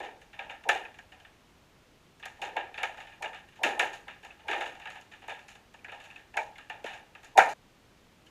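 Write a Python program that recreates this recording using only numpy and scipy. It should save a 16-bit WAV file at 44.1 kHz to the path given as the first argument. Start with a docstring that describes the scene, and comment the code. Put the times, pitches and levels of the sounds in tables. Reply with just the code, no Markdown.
"""Ice cracks ring out from the very start, near and far, heard under a frozen lake inside a sealed housing.
Each is a click, a short bundle of ice-and-bed echoes and a dying rumble, all noise rung through resonances.
Some ping or thump, some send a dull forerunner through the faster ice, and one crisp snap sounds near. All the
ice sounds and their ringing break off at once at 7.54 s; a faint crack follows late, over steady preamp hiss
made of shaped noise."""
import sys
import numpy as np
from scipy import signal
from scipy.fft import rfft, irfft
from scipy.io import wavfile

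SR = 44100
rng = np.random.default_rng(int(sys.argv[2]) if len(sys.argv) > 2 else 0)


def wav_out(sig):
    """Save sig, one row per channel (or a flat mono array), as 16-bit PCM at SR to the path in sys.argv[1]."""
    wavfile.write(sys.argv[1], SR, np.round(np.clip(np.atleast_2d(sig).T, -1, 1) * 32767).astype(np.int16))


def decibels_to_gain(level_db):
    """Convert a level in decibels to a linear amplitude gain (20 dB per decade)."""
    exponent = np.asarray(level_db, float) / 20
    return 10 ** exponent


N = 366030   # length in samples
STOP_S = 7.538   # everything that is still ringing stops dead here
TOP_HZ = 15400   # upper end of the snap; the top cut lies just above


def rms_one(x):
    """Scales each row to rms 1."""
    return x / np.sqrt(np.mean(x ** 2, axis=-1, keepdims=True) + 1e-20)


def drift(rate_hz):
    """Slow chance of rms 1: noise through two equal one-pole low-passes."""
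    r = np.exp(-2 * np.pi * rate_hz / SR)
    noise = rng.standard_normal(N + 4000)
    return rms_one(signal.lfilter([1], [1, -2 * r, r * r], noise)[4000:])   # drops the filter's run-in


def add(out, start_s, piece):
    """Lays a piece into out; what starts before the stop ends at the stop."""
    start, stop = max(round(start_s * SR), 0), round(STOP_S * SR)
    end = stop if start < stop else N
    piece = piece[:end - start]
    out[start:start + len(piece)] += piece


def band(x, low_hz, high_hz, order=2):
    """Butterworth band-pass."""
    return signal.sosfilt(signal.butter(order, [low_hz, high_hz], "band", fs=SR, output="sos"), x)


def resonance_poles(hz, width_hz):
    """A two-pole resonance: the narrower it is, the longer it rings; returns pole radius and denominator."""
    r = np.exp(-np.pi * width_hz / SR)
    return r, [1, -2 * r * np.cos(2 * np.pi * hz / SR), r * r]


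def resonate(x, modes):
    """Parallel housing resonances of alternating sign; white noise keeps its rms."""
    probe = np.stack([x, signal.unit_impulse(N)]) + 1e-18   # the impulse shows the gain to take out
    out = 0
    for k, (hz, width_hz, db) in enumerate(modes):
        r, poles = resonance_poles(hz, width_hz)
        zeros = np.array([1, 0, -1]) * (1 - r * r) / 2
        out = out + (-1) ** k * decibels_to_gain(db) * signal.lfilter(zeros, poles, probe)
    rung, impulse_response = out
    return rung / np.sqrt(np.sum(impulse_response ** 2))


# A typical crack: level, then bass, upper-mid and treble against that level (dB)
TYPICAL_DB, TYPICAL_BASS_DB, TYPICAL_UPPER_DB, TYPICAL_TREBLE_DB = -33, -11, -11, -20.5

# The cracks of the sheet, near and far. Each row: time of the crack in seconds, level in dB,
# then bass, treble and tail trims in dB against that level.
CRACKS = [(.0025, -29.5, -2.5, -26, -9.5), (.0313, -39, -4.5, -23, 1), (.2164, -42.5, -8, -14, -13.5),
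          (.3316, -41.5, -12.5, -26, -3.5), (.392, -29, -6.5, -31, -6.5), (.4968, -28.5, -9.5, -33, -9),
          (.5094, -35.5, -19, -21, -11.5), (.6384, -38, -10, -20, -14), (.6913, -7, -8.5, -22, -13.5),
          (.8515, -33, -8, -31, -12), (.9438, -45, -18, -18, -10), (.9887, -38, -6, -17, -16),
          (1.1214, -40, -6.5, -22, -10), (1.2007, -49, -4, -13, -12), (1.2496, -39.5, -14, -35, -12),
          (2.1989, -46, -10, -13, -11), (2.2278, -33, -16, -40, -4.5), (2.2573, -29.5, -6, -13.5, -15),
          (2.4179, -30, -7, -21, 0), (2.5676, -18.5, -7, -31, -11), (2.7427, -39.5, -10, -22, -3.5),
          (2.7786, -29.5, -8.5, -27.5, -3), (2.8335, -15, -9.5, -23, -14.5), (2.9444, -36.5, -1, -25, -19),
          (2.9736, -41, -6.5, -22, -1), (3.0024, -41, -10, -21, -0.5), (3.0709, -42, -12, -24, -4.5),
          (3.1228, -43, -13, -27, -5), (3.2256, -26.5, -2.5, -14, -14.5), (3.2444, -24, -5, -38, -13.5),
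          (3.2584, -30.5, 4, -31, -16.5), (3.3328, -32.5, -11, -28, -12), (3.3468, -32.5, -21, -25.5, -8.5),
          (3.4875, -47.5, -22, -16, -9), (3.5239, -49, -22, -26, -9), (3.5603, -47, -13, -17, -5.5),
          (3.6356, -11.5, -7.5, -20.5, -8.5), (3.6594, -31, 8.5, -25, -12), (3.7963, -9.5, -22, -20, -13.5),
          (3.8272, -19, -2, -32.5, -14.5), (3.933, -36.5, -16, -13, -4.5),
          (4.0826, -29.5, -15.5, -27.5, -9.5), (4.2308, -45, -6, -17, -3.5), (4.2502, -36, -7, -16.5, -12),
          (4.3046, -44.5, -11, -32, -4.5), (4.3939, -50, -8, -24, -1.5), (4.4842, -21, -6, -27, -8),
          (4.5121, -23, -10.5, -24, -4), (4.5321, -17, -6, -37, -12), (4.5805, -37.5, 6, -15, -7.5),
          (4.6094, -21.5, -9.5, -25, -8), (4.6574, -38.5, -13, -19, 1.5), (4.7524, -39.5, -5, -20, -10),
          (4.7995, -40, -5, -17, -12), (4.8174, -41.5, -17, -25, -1.5), (4.8569, -28.5, -6.5, -29, -14.5),
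          (4.8728, -28, -13, -32, -11), (4.9034, -34.5, -12, -16, -8.5), (4.9576, -34, -8, -24, -9.5),
          (5.0134, -47.5, -13, -5, -17), (5.1168, -45.5, -15, -20, -1), (5.1367, -41.5, -13, -27, -9.5),
          (5.2395, -43, -7.5, -31, -6.5), (5.2824, -30.5, 1, -18.5, -14), (5.2954, -29.5, -10, -25, -5),
          (5.3921, -44.5, -19, -20, -4), (5.4839, -47, -13, -11, 1), (5.5548, -39.5, -4, -16, -20),
          (5.7414, -41, -6, -15.5, -14), (5.8456, -35.5, -9.5, -21, -16), (5.883, -36.5, -7, -38, -6.5),
          (5.8944, -40, -4, -30, -21), (5.9209, -31.5, -5, -25.5, -9.5), (6.0023, -42, -36, -19, -3.5),
          (6.0546, -40, -15, -19, -12), (6.1025, -48, -17, -20, -2), (6.1104, -49, -7, -22, -7),
          (6.1589, -42.5, -14, -22, -4), (6.1954, -47, -8, -22, -10), (6.3405, -37, -3, -24, -12),
          (6.3714, -18.5, -0.5, -18, -15), (6.4164, -43, 6, -29, -20), (6.557, -43.5, -19, -24, -8),
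          (6.5839, -31, -12.5, -24, -13), (6.6997, -25, -7, -27, -12.5), (6.8438, -30, -1.5, -19.5, -10),
          (6.8628, -30.5, -22, -22, -4.5), (6.9034, -40, -12, -22, -3), (6.9341, -38.5, -7.5, -19.5, -3),
          (7.1516, -36, -9.5, -27, -13), (7.233, -41.5, -10, -15, -8), (7.2479, -39.5, -28, -11, -14),
          (7.3771, -8.5, 2, -17.5, -12), (7.385, -13, 11, -15, -23), (7.3916, -4.5, -26, -30, -16),
          (7.401, -9, -17, -28, -19), (7.4909, -33.5, -14, -13.5, -2.5), (8.2661, -51, -24.5, -9, -12)]


def crack_rows():
    """The listed cracks and far ones that come at random while the sheet is working."""
    count, from_s, to_s, spread_db, far_db, far_tail_db = 10, 2.3, 6.3, 2.5, -51, -3.5
    when = from_s + rng.random(count) * (to_s - from_s)
    spread = spread_db * rng.standard_normal((count, 4))
    far = spread + [far_db, TYPICAL_BASS_DB, TYPICAL_TREBLE_DB, far_tail_db]
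    return np.vstack([CRACKS, np.column_stack([when, far])])


def upper_mid_share(rows):
    """Upper-mid dB against a crack's level: heavy and bassy cracks are duller, bright ones sharper."""
    start_s, level_db, bass_db, treble_db, _ = rows.T
    share_db = TYPICAL_UPPER_DB - 0.038 * (level_db - TYPICAL_DB)   # slopes in dB per dB
    share_db -= 0.058 * (bass_db - TYPICAL_BASS_DB)
    share_db += 0.11 * (treble_db - TYPICAL_TREBLE_DB)
    return share_db - 6.5 * (start_s > 7.3)   # the last great crack and what follows are duller still


def cracks(rows, level_db, clatter, early_s, rise_s, first_db, bundle_t60, bundle_db, tail_db, tail_t60):
    """First arrivals, echo bundles and lumpy tails of all cracks in one register."""
    t = np.arange(SR // 2) / SR
    onset = 1 - np.exp(-t / max(rise_s, 1e-4))
    bundles = rms_one(rng.standard_normal((len(rows), 40, SR // 1000)))   # even energy every millisecond
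    bundles = bundles.reshape(len(rows), -1)
    bundle_shape = onset * decibels_to_gain(bundle_db - 60 * t / bundle_t60)
    bundles = bundles * bundle_shape[:bundles.shape[1]]
    bundles[:, round(rise_s * SR)] += decibels_to_gain(first_db)   # the direct path is one sharp click
    tail = onset * decibels_to_gain(tail_db - 60 * t / tail_t60)
    out, tail_power = np.zeros(N), np.zeros(N)
    for (s, *_, trim_db), db, bundle in zip(rows, level_db, bundles):
        add(out, s - early_s, decibels_to_gain(db) * bundle)
        add(tail_power, s - early_s, (decibels_to_gain(db + trim_db) * tail) ** 2)
    echoes_per_s = 5000.0   # separate late echoes in a tail
    echoes = rms_one(rng.standard_normal(N) * (rng.random(N) < echoes_per_s / SR))
    return out + np.sqrt(tail_power) * echoes * clatter


# Forerunners through the ice. Each row: first heard in seconds,
# lead on the water-borne crack in seconds, level in dB at the end of the swell.
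FORERUNNERS = [(0.38, 0.004, -46), (0.649, 0.042, -31.5), (2.386, 0.052, -43.5), (2.551, 0.011, -32.5),
               (2.811, 0.019, -35.5), (3.2, 0.018, -40.5), (3.588, 0.056, -34), (3.763, 0.05, -30),
               (4.067, 0.0037, -47), (4.44, 0.036, -43.5), (6.346, 0.021, -35.5), (7.351, 0.024, -22)]


def forerunners(faint_db):
    """Noise that swells from its first arrival until the crack itself comes, then dies."""
    power, t = np.zeros(N), np.arange(SR // 4) / SR
    for s, lead_s, db in FORERUNNERS:
        swell_db = faint_db * np.clip(1 - t / lead_s, 0, 1)
        decay_db = -60 * np.maximum(t - lead_s, 0) / 0.25
        add(power, s, (np.minimum(t / .003, 1) * decibels_to_gain(db + swell_db + decay_db)) ** 2)
    return np.sqrt(power) * rng.standard_normal(N)


# How a crack unfolds, one row per register from bass to air. Each row: onset before the crack time in
# seconds, rise constant in seconds, first arrival in dB, echo bundle t60 in seconds, bundle level in dB,
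# tail level in dB, tail t60 in seconds.
REGISTERS = [(.002, 0.001864, 13, 0.029, -11, 1.5, 0.4), (0.001988, .0012, 10, 0.075, -9, -5, 0.37),
             (0.0024, 0.00065, 16.5, 0.026, 2, 5.5, 0.32), (0.0028, 0.0011, 2, 0.039, -1, 0.5, 0.32),
             (0.0035, 0.00021, -16.5, 0.015, -7, -12, 0.39)]
# Housing resonances by register. Each row: pitch in Hz, width in Hz, level in dB within its register.
BASS_MODES = [(504.4, 238, -6.5), (613, 234, -2.5), (791, 138, 2), (926, 149, -3)]
# Each row: pitch in Hz, width in Hz, level in dB.
MID_MODES = [(1257, 66, -7.5), (1372, 76, -8.5), (1650, 83, -0.5), (1805, 65.6, 1), (2404, 250, -1)]
# Each row: pitch in Hz, width in Hz, level in dB.
UPPER_MODES = [(2480, 180, 3.5), (2822, 152, 1.5), (3012, 120, -3.5), (3610, 240, -8.5), (4015, 330, -18)]
# Each row: pitch in Hz, width in Hz, level in dB.
TREBLE_MODES = [(3910, 440, 1.5), (6060, 1290, -3.5), (6790, 530, 3), (7960, 2000, -14)]
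# Each row: pitch in Hz, width in Hz, level in dB.
AIR_MODES = [(9750, 3000, 7.5), (13000, 1700, -6)]


def ringing_ice():
    """Cracks and forerunners ring the housing register by register, each through its own band."""
    rows = crack_rows()
    _, level_db, bass_db, treble_db, _ = rows.T
    upper_db = upper_mid_share(rows)
    clatter = decibels_to_gain(0.5 * drift(150))   # late echoes come in clumps that all registers share
    bass = cracks(rows, level_db + bass_db, clatter, *REGISTERS[0])
    bass += forerunners(faint_db=-13.5)
    mid = cracks(rows, level_db, clatter, *REGISTERS[1])
    mid += decibels_to_gain(-9.5) * forerunners(faint_db=-40.5)
    upper = cracks(rows, level_db + upper_db, clatter, *REGISTERS[2])
    treble = cracks(rows, level_db + treble_db, clatter, *REGISTERS[3])
    air = cracks(rows, level_db + treble_db, clatter, *REGISTERS[4])
    ice = band(resonate(bass, BASS_MODES), 280, 1000, order=3)
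    ice += band(resonate(mid, MID_MODES), 950, 2210, order=3)
    ice += band(resonate(upper, UPPER_MODES), 2700, 5200, order=3)
    ice += band(resonate(treble, TREBLE_MODES), 4000, 10000, order=3)
    return ice + band(resonate(air, AIR_MODES), 6600, 17000)


# Short pings that some cracks carry. Each row: start in seconds, peak level in dB, pitch in Hz,
# t60 of the rattle in seconds.
PINGS = [(.3305, -48, 2500, .03), (.3921, -30, 2440, 0.023), (0.391, -39, 3600, .02),
         (.4955, -41, 2480, .035), (.8515, -39, 2480, .07), (.989, -42, 1700, 0.058),
         (1.1209, -52, 2930, .06), (1.2007, -53, 3040, 0.055), (1.2496, -49, 2820, .05),
         (2.2272, -37, 2510, 0.037), (2.2575, -43, 1820, .03), (2.4179, -29, 2710, 0.044),
         (2.742, -36, 2520, .025), (2.742, -47, 3600, .02), (2.7775, -51, 4500, 0.026),
         (2.833, -25, 2300, 0.12), (3.2258, -32, 2300, 0.11), (3.257, -33, 2800, 0.039),
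         (3.637, -24, 2730, 0.066), (3.795, -21, 2740, 0.072), (4.304, -42, 2660, 0.037),
         (4.609, -30, 2740, .04), (4.818, -47, 2600, 0.028), (4.856, -45, 2730, 0.054),
         (5.741, -51, 2720, 0.058), (5.745, -44.5, 800, 0.063), (5.7902, -50.5, 2450, 0.033),
         (5.845, -38, 2560, .05), (5.846, -36, 1700, 0.072), (5.8825, -47, 2400, .03),
         (5.8949, -38, 2540, .03), (6.1017, -43, 2560, .025), (6.1104, -43, 2580, .025),
         (6.159, -39, 2520, .04), (6.341, -41, 2600, .03), (6.372, -26.5, 2330, 0.14),
         (6.374, -25, 1650, .1), (6.557, -43, 2050, .03), (6.8435, -30.5, 515, 0.017),
         (7.1504, -45.5, 2670, .05), (7.3761, -20, 2320, 0.069), (7.377, -13, 620, 0.086),
         (7.378, -22, 3630, .03), (7.388, -16, 1406, 0.21), (7.3992, -18.5, 2290, .1),
         (8.266, -51.5, 2940, .05)]


def pings():
    """A click and a dying rattle, twice through the same resonance for steep sides."""
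    width_hz, rise_s, click_db = 300, .001, 18   # the click is the blow that starts a ping
    out, t = np.zeros(N), np.arange(SR // 8) / SR
    for (s, db, hz, t60), noise in zip(PINGS, rng.standard_normal((len(PINGS), len(t)))):
        blow = noise * decibels_to_gain(-60 * t / t60) * np.minimum(t / rise_s, 1)
        blow[round(rise_s * SR)] += decibels_to_gain(click_db)
        _, poles = resonance_poles(hz, width_hz)
        once = signal.lfilter([1, 0, -1], poles, blow)
        tone = signal.lfilter([1, 0, -1], poles, once)
        add(out, s, decibels_to_gain(db) * tone / np.abs(tone).max())
    return out


def snap():
    """One crisp, near snap: a few milliseconds of bright noise."""
    start_s, db, t60, from_hz = 2.2578, -45, .01, 2600   # level before the band-pass
    out, t = np.zeros(N), np.arange(SR // 20) / SR
    add(out, start_s, decibels_to_gain(db - 60 * t / t60) * rng.standard_normal(len(t)))
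    return band(out, from_hz, TOP_HZ)


# Some cracks, heavy and light, also bring a low thump. Each row: start in seconds, pitch near the bottom
# of the band in Hz, level in dB before the decay, t60 in seconds.
THUMPS = [(.002, 379, -46.5, 0.68), (.66, 362, -43, 0.76), (2.42, 367, -50.5, 1), (2.57, 393, -46, 0.52),
          (3.634, 268, -38, 0.39), (3.64, 338, -42, 1), (3.795, 370, -42.5, 0.58), (4.492, 355, -42, 0.91),
          (6.844, 300, -32, 0.041), (7.371, 166, -49, 0.6)]


def thumps():
    """Low thumps: short dying noise, under an octave wide."""
    out, t = np.zeros(N), np.arange(SR // 4) / SR
    for (s, hz, db, t60), noise in zip(THUMPS, rng.standard_normal((len(THUMPS), len(t)))):
        body = rms_one(band(noise, hz / 1.09, hz * 1.5))
        add(out, s, body * np.minimum(t / 0.0048, 1) * decibels_to_gain(db - 60 * t / t60))
    return out


# Colour of the preamp hiss. 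Each row: frequency in Hz, relative level per Hz in dB.
HISS = [(20, 3.5), (100, -4), (300, -8.5), (600, -13), (1500, -17.5), (3000, -19.5), (5000, -26.5),
        (6500, -27.5), (9000, -33.5), (15000, -38)]


def hiss():
    """Smooth preamp noise, falling with frequency."""
    hz = np.maximum(np.arange(N // 2 + 1) * SR / N, 1)
    at_hz, db = np.transpose(HISS)
    colour = decibels_to_gain(np.interp(np.log(hz), np.log(at_hz), db)) * (hz > 15)
    shaped = rfft(rng.standard_normal(N)) * colour
    return decibels_to_gain(-59.5) * rms_one(irfft(shaped, N))   # rms before the low cut


def scene():
    """All the ice sounds with their sudden stop, over steady hiss."""
    ice = ringing_ice() + pings() + snap() + thumps()
    since_stop = np.arange(N) / SR - STOP_S
    fade = np.clip(-since_stop / .004, 0, 1)
    open_gain = np.where(since_stop < .1, fade, 1)   # the housing's own ring stops too
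    return (open_gain * ice + hiss())[None]


def band_limit(x):
    """A steep low-pass at the top of the band."""
    return signal.sosfilt(signal.butter(12, 16340, fs=SR, output="sos"), x)


def record(dry):
    """A gentle low cut at 60 Hz and a steep top cut finish the mix."""
    low_cut = signal.butter(1, 60, "high", fs=SR, output="sos")
    top_cut = signal.cheby2(10, 40, TOP_HZ + 500, fs=SR, output="sos")   # 40 dB down from here up
    mix = signal.sosfilt(top_cut, signal.sosfilt(low_cut, dry))
    return band_limit(mix)


dry = scene()
out = record(dry)
wav_out(out)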